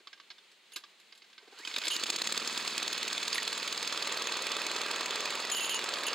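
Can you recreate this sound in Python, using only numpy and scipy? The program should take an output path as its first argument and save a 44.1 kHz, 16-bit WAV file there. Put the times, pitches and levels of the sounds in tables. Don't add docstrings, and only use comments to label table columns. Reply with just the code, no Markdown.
import sys
import numpy as np
from scipy import signal
from scipy.fft import rfft, irfft, next_fast_len
from scipy.io import wavfile
from scipy.ndimage import uniform_filter1d

SR = 44100
rng = np.random.default_rng(int(sys.argv[2]) if len(sys.argv) > 2 else 0)


def materialize(psi):
    bounded = np.clip(np.atleast_2d(psi).T, -1, 1)
    quanta = np.round(bounded * 32767).astype(np.int16)
    wavfile.write(sys.argv[1], SR, quanta)


def boost(x):
    u = np.asarray(x, float) / 20
    return 10 ** u


N = 270893

# (time [s], casing clatter [dB], throttle opening [0-1 once running, beyond that range at
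ENGINE = [(1.4, -76, 1.0), (1.5, -74, 1.2), (1.58, -62, 0.7), (1.64, -60, 0.2), (1.66, -52, -.6),
          (1.73, -49, 0.46), (1.8, -50.5, 0), (1.87, -46, 0), (1.95, -45.5, 0.06), (2.38, -43.5, 0.13),
          (2.45, -45, 0.35), (2.75, -44, 0.1), (3.87, -44.5, 0.22), (3.93, -44, 0.55), (5.3, -44, 0.86),
          (5.6, -46.5, .8), (5.85, -44.5, 0.83), (6.14, -45.5, 0.99)]
# (place in cycle [share], level re steady rattle [dB], tilt [dB per octave],
# rise [share of cycle], fall [s], pressure pulse [about -1..1])
CONTACTS = [
    (-.05, 2.5, -2.5, 0.12, 0.002, -0.29),
    (-.02, 12.5, 3, 0.01, 0.0031, -1.18),
    (0.312, -1, -3.5, 0.024, 0.0048, 0.32),
    (.42, 5, -0.5, 0.035, 0.0042, 0.44),
    (0.572, -4.5, 2, 0.085, 0.01, -0.12),
    (.66, 2.5, -2.3, 0.038, 0.0033, .1),
    (0.812, 0, -3, 0.016, 0.0081, -0.42),
]
# (time [s], length [s], level [dB], hardness [dB], mode struck squarely [Hz])
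JINGLE = [
    (.731, .01, -55, 8, 2878),
    (1.905, .055, -36, -3, 2878),
    (3.342, .026, -49, 11, 9680),
    (5.512, .08, -37.5, 4.5, 3131),
    (5.603, .075, -38, 3.5, 2712),
    (5.69, .04, -38, 3, 3131),
    (5.741, .028, -37, -1, 2878),
    (6.063, .012, -36, 6, 2878),
]
RUB_RISE_S = 0.0084
CATCH_S = 2.04


def rms_one(x):
    return x / np.sqrt(np.mean(x ** 2) + 1e-20)


def in_time(rows, outside=None):
    s, *columns = np.transpose(rows)
    return [np.interp(np.arange(N) / SR, s, c, outside, outside) for c in columns]


def at_hz(points, hz):
    points = np.array(points)
    return np.interp(np.log(hz + 1), np.log(points[:, 0] + 1), points[:, 1])


def shaped(x, gain):
    size = next_fast_len(N + 4096)
    return irfft(rfft(x, size) * gain(np.fft.rfftfreq(size, 1 / SR)), size)[..., :N]


def band(x, low_hz, high_hz):
    sos = signal.butter(2, [low_hz, min(high_hz, .45 * SR)], "band", fs=SR, output="sos")
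    return signal.sosfilt(sos, x)


def resonance(x, hz, width_hz):
    r = np.exp(-np.pi * width_hz / SR)
    feedback = [1, -2 * r * np.cos(2 * np.pi * hz / SR), r * r]
    return signal.lfilter((1 - r * r) / 2 * np.array([1, 0, -1]), feedback, x)


def ring(clicks, hz, t60):
    width_hz = np.log(1000) / np.pi / t60
    return resonance(clicks + 1e-18, hz, width_hz) * SR * t60 / np.log(1000) / 2


def grit(per_s, spread_db):
    sizes = boost(spread_db * np.minimum(rng.exponential(1, N), 5)) * rng.choice([-1, 1], N)
    return rms_one(sizes * (rng.random(N) < per_s / SR))


def garden(patchy_db):
    # (frequency [Hz], level [dB per Hz])
    garden_colour = [(35, -76), (60, -44), (121, -24), (217, -9.5), (287, -16.5), (315, -10), (346, -7),
                     (636, -11.5), (1740, -9), (1950, -6), (2090, -5), (4200, -5), (5000, -13), (6600, -14),
                     (12700, -27.5), (16000, -25)]
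    # (frequency [Hz], likeness [-1..1])
    likeness = [(60, -0.5), (180, 0.5), (550, 0.9), (1650, 0.81), (4970, 0.65), (15000, -0.26)]
    level_db = -61.5
    mid, side = rng.standard_normal((2, N))
    alike = lambda hz: np.clip(at_hz(likeness, hz), -1, 1)
    mid = shaped(mid, lambda hz: boost(at_hz(garden_colour, hz)) * np.sqrt(1 + alike(hz)))
    side = shaped(side, lambda hz: boost(at_hz(garden_colour, hz)) * np.sqrt(1 - alike(hz)))
    drift = rms_one(uniform_filter1d(rng.standard_normal(N), size=5000))
    return boost(level_db + patchy_db * drift) * rms_one(np.array([mid + side, mid - side]))


def knocks():
    # (frequency [Hz], width [Hz], level [dB])
    cover = [(1214, 47, -1.5), (1550, 97, 6.5), (2043, 49, 7.5)]
    # (dull part re crack [dB], hollow part [dB], bright part [dB], t60 [s], ring [dB])
    pawl = (-29.5, -12.5, -34, 0.05, -11)
    tick = (-25.5, -15, -5.5, 0.08, -16)
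    thump = (-2.5, -6.5, -17, .035, -3.5)
    clack = (-30, -16, -17, .03, -9)
    snap = (-30, -10, -12, .006, -7.5)
    # (time [s], peak [dB], ring [Hz])
    pawl_hits = [(.071, -36, 1144), (.1293, -37, 1610), (.175, -51, 1150), (.199, -40, 1140),
                 (.3023, -37, 4330), (.3124, -41, 4080), (.3812, -45, 3600), (.837, -38, 1153),
                 (1.123, -41.5, 2130), (1.2192, -44, 2130), (1.2421, -50, 1600), (1.2994, -52, 1150),
                 (1.3289, -47, 3500), (1.3788, -39, 2130), (1.4124, -54, 1000)]
    tick_hits = [(.515, -54.5, 8000), (.7193, -44, 4170), (.7593, -28, 4230), (.998, -52, 7200),
                 (1.1503, -52, 7000), (1.1753, -50.5, 7600), (1.5866, -42, 4600), (1.8523, -28.5, 4400),
                 (1.9392, -32, 4000)]
    thump_hits = [(.0024, -56, 360), (1.4276, -53, 420), (1.4762, -50, 750), (1.5243, -47, 800),
                  (1.5988, -48, 950)]
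    clack_hits = [(1.6498, -27, 3150), (1.6734, -24, 2500), (1.712, -31, 2200), (1.7395, -24.5, 3820),
                  (1.7616, -17.5, 3710), (1.816, -25, 2500), (1.8358, -24, 2200), (1.8689, -19.5, 3700),
                  (1.9022, -22, 3780), (3.343, -24, 2520), (3.3805, -22, 4030)]
    snap_hits = [(3.3565, -15, 2200), (5.5485, -17.5, 4400), (5.9575, -21, 3200)]
    ring_outlasts = 1.4
    kinds = [(pawl_hits, pawl), (tick_hits, tick), (thump_hits, thump), (clack_hits, clack), (snap_hits, snap)]
    events = [(*row, *kind) for rows, kind in kinds for row in rows]

    parts, age = np.zeros((5, N)), np.arange(4096) / SR
    rough = rng.standard_normal((len(events), 4096))
    for (s, db, hz, dull_db, hollow_db, bright_db, t60, ring_db), noise in zip(events, rough):
        at = round(s * SR)
        fade_db = -60 * age / np.clip(t60, .005, .09)
        burst = noise * (1 - np.exp(-age / 0.00095)) * boost(db + fade_db)
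        ring_level = boost(db + ring_db - 60 * age / t60 / ring_outlasts)
        parts[:4, at:at + 4096] += burst * boost(np.array([[dull_db], [hollow_db], [0], [bright_db]]))
        parts[4, at:at + 4096] += ring_level * np.sin(2 * np.pi * hz * age)

    dull = band(parts[0], 308, 500)
    hollow = sum(boost(db) * resonance(parts[1], hz, width) for hz, width, db in cover)
    boxy = band(parts[1], 850, 2100)
    crack = band(band(parts[2], 2400, 5400), 2000, 5600)
    bright = band(band(parts[3], 6100, 13000), 5500, 15000)
    ringing = band(parts[4], 290, 12000)
    low_parts = boost(22.5) * dull + boost(10.5) * hollow + boost(7.5) * boxy
    return low_parts + boost(4) * crack + boost(-3.5) * bright + ringing


def rubs():
    fall_s, high_db, mid_db = 0.014, -9, -10.5
    fades_db_per_s = 22
    t, out = np.arange(N) / SR, 0
    for s, length, db, hard_db, _ in JINGLE:
        rise = (t - s) / RUB_RISE_S + .5
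        fall = (s + length - t) / fall_s + .5
        shape = np.clip(np.minimum(rise, fall), 0, 1) ** 2
        tired = boost(-fades_db_per_s * np.clip(t - s, 0, 1))
        high = boost(high_db + hard_db) * tired
        mid = boost(mid_db + hard_db / 2) * tired
        out = out + boost(db) * shape * np.array([high, mid, 1 + 0 * t])
    return out


def starter_cup(high_db, mid_db, low_db):
    # (frequency [Hz], level [dB], t60 [s])
    cup_modes = [(2712, 3.5, .22), (2878, 2.5, .22), (2972, -1, .16), (3131, 2, .2), (6615, -1.5, .1),
                 (6847, 1.5, .1), (9425, -4, .05), (9680, 0.1, .05), (12600, -11, .04), (12900, -13, .04),
                 (13800, -18, .03), (14250, -17, .03), (15200, -22, .03)]
    first_tick_db, square_hit_db = 26.5, 9
    high, mid, low = rubs()
    ticks = np.array([grit(160, spread_db=2.0) for _ in cup_modes])
    for s, *_, lead_hz in JINGLE:
        square = np.array(cup_modes)[:, 0] == lead_hz
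        ticks[:, round((s + RUB_RISE_S / 2) * SR)] = boost(first_tick_db + square_hit_db * square)
    out = 0
    for (hz, db, t60), own_ticks in zip(cup_modes, ticks):
        if hz > 8000:
            drive = boost(high_db) * high
        elif hz > 5000:
            drive = boost(mid_db) * mid
        else:
            drive = boost(low_db) * low
        out = out + boost(db) * ring(drive * own_ticks, hz, t60)
    return out


def crank():
    # (time [s], rate [cycles per s])
    speed = [(1.675, 8.397), (1.85, 10.405), (2.0, 13.765), (2.15, 17.152), (2.3, 19.241), (2.45, 19.925),
             (2.8, 19.847), (3.3, 20.096), (4.0, 20.18), (4.7, 20.324), (5.4, 20.465), (6.14, 20.607)]
    rate, = in_time(speed)
    turns = np.cumsum(rate) / SR
    return turns - turns[round(speed[0][0] * SR)], rate


def richness():
    build_s, lean_out_s = 0.18, 0.39
    t = np.arange(N) / SR
    return np.exp(np.where(t < CATCH_S, (t - CATCH_S) / build_s, (CATCH_S - t) / lean_out_s))


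def engine_state():
    level_db, opening = in_time(ENGINE)
    t, rich = np.arange(N) / SR, richness()
    body_db = -8.5 + 9 * opening + 0.5 * rich
    top_db = -5 - 1.5 * opening + 4.5 * rich
    bass_db = -22.5 + 4 * rich
    punch_db = 2.5 - 3.5 * opening + 4.3 * rich
    hush_db = np.where((t > CATCH_S - .03) & (t < 2.41), 30 * rich, -2)
    return level_db, body_db, top_db, bass_db, punch_db, hush_db


def contact_bursts(turns, rate, punch_db, scatter_db, jitter_s):
    weak_cycles = (11, 13, 15, 17)
    bursts = []
    for share, db, tilt, rise, fall, _ in CONTACTS:
        cycle = np.round(turns - share).astype(int)
        luck = rng.standard_normal((200, 2))[cycle]
        late = (turns - share - cycle) / rate + jitter_s * luck[:, 0]
        shape = np.exp(np.where(late < 0, late * rate / rise, -late / fall)) * (cycle > 0)
        if abs(share) < .1:
            shape = shape * np.where(np.isin(cycle, weak_cycles), boost(-13), 1)
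        bursts.append((cycle, shape * boost(db + punch_db + scatter_db * luck[:, 1]), tilt))
    return bursts


def clatter(turns, rate, scatter_db, band_scatter_db, jitter_s, flutter_db):
    # (frequency [Hz], level [dB per Hz])
    engine_colour = [(35, -67), (60, -53.5), (236, -5), (291, -13), (464, -7), (673, -7.5), (1120, -1.5),
                     (1910, -3), (2530, -6), (2840, -5), (4320, 1), (5710, -10.5), (6560, -7),
                     (11700, -28.5), (15500, -23.5)]
    # (frequency [Hz], width [Hz], level [dB])
    casing = [(437, 123, -11), (1145, 33, -40), (2575, 25, 0), (7500, 17, 15), (2500, 234, 11),
              (3426, 74, -7), (5260, 73, -19), (6560, 27, -22), (7600, 76, 12), (8170, 85, 15),
              (10780, 670, -18)]
    hush = (.08, .29)
    hop = 16
    level_db, body_db, top_db, bass_db, punch_db, hush_db = [c[::hop] for c in engine_state()]
    turns, rate = turns[::hop], rate[::hop]
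    shut = (turns % 1 > hush[0]) * (turns % 1 < hush[1]) * (turns > 3)
    steady_db = -hush_db * uniform_filter1d(1. * shut, size=9)
    bursts = contact_bursts(turns, rate, punch_db, scatter_db, jitter_s)

    sources, out = [grit(16000, spread_db=1.1), grit(16000, spread_db=1.1)], 0
    band_edges = 62.5 * 2 ** np.arange(0, 8.6, .5)
    for k, (low, high) in enumerate(zip(band_edges, band_edges[1:])):
        hz = np.sqrt(low * high)
        muffled = np.clip(1.5 - 0.46 * np.log2(hz / 500), .45, 2)
        flutter = rms_one(uniform_filter1d(rng.standard_normal(len(turns)), size=40))
        power = boost(2 * muffled * steady_db + 2 * flutter_db * flutter)
        for cycle, burst, tilt in bursts:
            own_db = band_scatter_db * rng.standard_normal(200)[cycle]
            power = power + (burst * boost(tilt * np.log2(hz / 2500) + own_db)) ** 2
        power = power / uniform_filter1d(power, size=800)
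        part_db = 0
        for weight, curve in zip(np.eye(4), (bass_db, body_db, 0 * top_db, top_db)):
            share_here = np.interp(np.log(hz), np.log([170, 650, 2900, 8000]), weight)
            part_db = part_db + share_here * (curve - np.mean(curve[turns > 20]))
        gain = np.sqrt(power) * boost(level_db + part_db)
        out = out + np.interp(np.arange(N) / hop, np.arange(len(gain)), gain) * band(sources[k % 2], low, high)

    out = out + sum(boost(0.083 * db) * resonance(out, hz, width) for hz, width, db in casing)
    colour_db = lambda hz: at_hz(engine_colour, hz) - at_hz(engine_colour, 3000) - 8 * (hz < 265)
    started = np.arange(N) > ENGINE[0][0] * SR
    return boost(12) * shaped(out, lambda hz: boost(colour_db(hz))) * started


def squeak():
    # (time [s], pitch [Hz], level [dB])
    whistle = np.array([(1.53, 1250, -70), (1.59, 1550, -57), (1.625, 1950, -52), (1.642, 2230, -47),
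                        (1.65, 2260, -72)])
    hz, = in_time(whistle[:, :2])
    db, = in_time(whistle[:, ::2], outside=-150)
    slip = rms_one(uniform_filter1d(rng.standard_normal(N), size=300))
    phase = 2 * np.pi * np.cumsum(hz * (1 + .015 * slip)) / SR
    return boost(db - 1 + 3 * slip) * np.sin(phase)


def pops(turns):
    # (frequency [Hz], level [dB], t60 [s])
    silencer = [(232, -0.69, 0.055), (326, 1, 0.052), (503, -2, 0.028)]
    fired = np.diff(np.floor(turns + .06), prepend=0) * (turns > 0)
    luck = rng.standard_normal((len(silencer), N))
    rich = richness()
    clicks = fired * np.sqrt(rich) * (rich > .12) * boost(-43.5 + 2.5 * luck)
    thumps = sum(boost(db) * ring(c, hz, t60) for c, (hz, db, t60) in zip(clicks, silencer))
    return band(thumps, 160, 850)


def exhaust_tones(turns, level_db, wander_db, wander_rad):
    # (multiple of the cycle rate [count], level [dB])
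    exhaust = [(1, -46), (2, -55), (3, -44), (4, -30.5), (5, -32), (6, -19), (7, -20.5), (8, -11.5),
               (9, -10.5), (10, -16), (11, -14), (12, -4), (15, -11), (16, -1), (17, -6.5), (18, -11.5),
               (19, -2.5), (20, -2), (21, -2.5), (22, -3.5), (23, -2), (24, 0), (25, -8), (26, -8.5),
               (27, -15.5), (28, 0.5), (29, -16), (31, -10.5), (32, -5), (33, -14)]
    clatter_db, body_db, top_db, bass_db, *_ = engine_state()
    share, height = np.array(CONTACTS)[:, [0, 5]].T
    out = 0
    for multiple, db in exhaust:
        start = np.angle(np.sum(height * np.exp(-2j * np.pi * multiple * share)))
        drifts = rng.standard_normal((2, 64))
        slow = [np.interp(np.arange(N) * 9 / SR, np.arange(64), row) for row in drifts]
        load_db = np.interp(multiple, [13, 17], [0, 1]) * (body_db - bass_db - 22) + bass_db + 5
        wander = (multiple / 20) ** 2
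        phase = 2 * np.pi * multiple * turns + start + wander_rad * wander * slow[1]
        out = out + boost(db + load_db + wander_db * wander * slow[0]) * np.cos(phase)
    return boost(clatter_db + level_db) * out * np.clip((turns - 2) / 9, 0, 1)


def handle():
    # (time [s], frequency [Hz], level [dB], t60 [s])
    grip = (3.3825, 1900, -22, .03)
    s, hz, db, t60 = grip
    tap = boost(db) * (np.arange(N) == round(s * SR))
    return band(ring(tap, hz, t60), hz / 2.0, hz * 2.3)


def ports(noisy, ringing):
    # (delay [s], level [dB])
    echoes = [(.0031, -17), (.011, -23), (.023, -22), (.041, -24)]
    # (frequency [Hz], left-right level [dB], left leads by [radians], sound common to both [share])
    port_table = np.array([(400, 0, 0, .996), (1500, -1.6, 0, .99), (3350, -6, .05, .99),
                           (4000, -1.8, .2, .98), (5050, -5.5, .6, .92), (5500, 0, 1.6, .8),
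                           (6000, 10.5, .3, .5), (6700, 8, 0, .93), (7900, 11, -1, .78),
                           (8700, 0, -1.7, .65), (9400, -3, -1.8, .55), (10100, -12, -.5, .5),
                           (11000, -3, .3, .68), (12000, -1, -.6, .3), (13500, -1.5, -.3, .55)])
    x = np.array([noisy, ringing])
    reflected = sum(boost(db) * np.pad(x, ((0, 0), (round(s * SR), 0)))[:, :N] for s, db in echoes)
    noisy, ringing = x + reflected
    left_db, lead, common = [lambda hz, c=c: at_hz(port_table[:, [0, c]], hz) for c in (1, 2, 3)]
    half = lambda hz: boost(left_db(hz) / 2) * np.exp(.5j * lead(hz))
    flicker = uniform_filter1d(uniform_filter1d(rng.standard_normal((2, N)), size=18), size=18)
    scattered = np.tanh(4 * rms_one(flicker)) * shaped(noisy, lambda hz: np.sqrt(1 - common(hz)))
    shared = shaped(noisy, lambda hz: np.sqrt(common(hz))) + ringing
    both = band(scattered, 370, 14300) + shared
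    return np.array([shaped(both[0], half), shaped(both[1], lambda hz: 1 / half(hz))])


def scene():
    turns, rate = crank()
    engine = clatter(turns, rate, scatter_db=.6, band_scatter_db=1.7, jitter_s=.0006, flutter_db=2.1)
    tones = exhaust_tones(turns, level_db=6, wander_db=1.3, wander_rad=.55)
    cup = starter_cup(high_db=-20.5, mid_db=-20, low_db=-35.0)
    ringing = tones + cup + handle() + squeak() + pops(turns)
    return ports(engine + knocks(), ringing) + garden(patchy_db=0.9)


def roll_off(x):
    return signal.sosfilt(signal.butter(12, 16650, fs=SR, output="sos"), x)


def record(dry):
    # (frequency [Hz], width [Hz], level [dB])
    body_dips = [(5860, 320, -5.5), (11450, 600, -3.5)]
    cutoff_hz = 15950
    dips_db = lambda hz: sum(db * np.exp(-((hz - centre) / width) ** 2) for centre, width, db in body_dips)
    edges_gain = lambda hz: np.clip(hz / 70, 0, 1) * np.clip((cutoff_hz - hz) / 250, 0, 1)
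    rounded = .17 * np.tanh(dry / .17)
    coloured = shaped(rounded, lambda hz: boost(dips_db(hz)) * edges_gain(hz))
    return roll_off(coloured)


dry = scene()
out = record(dry)
materialize(out)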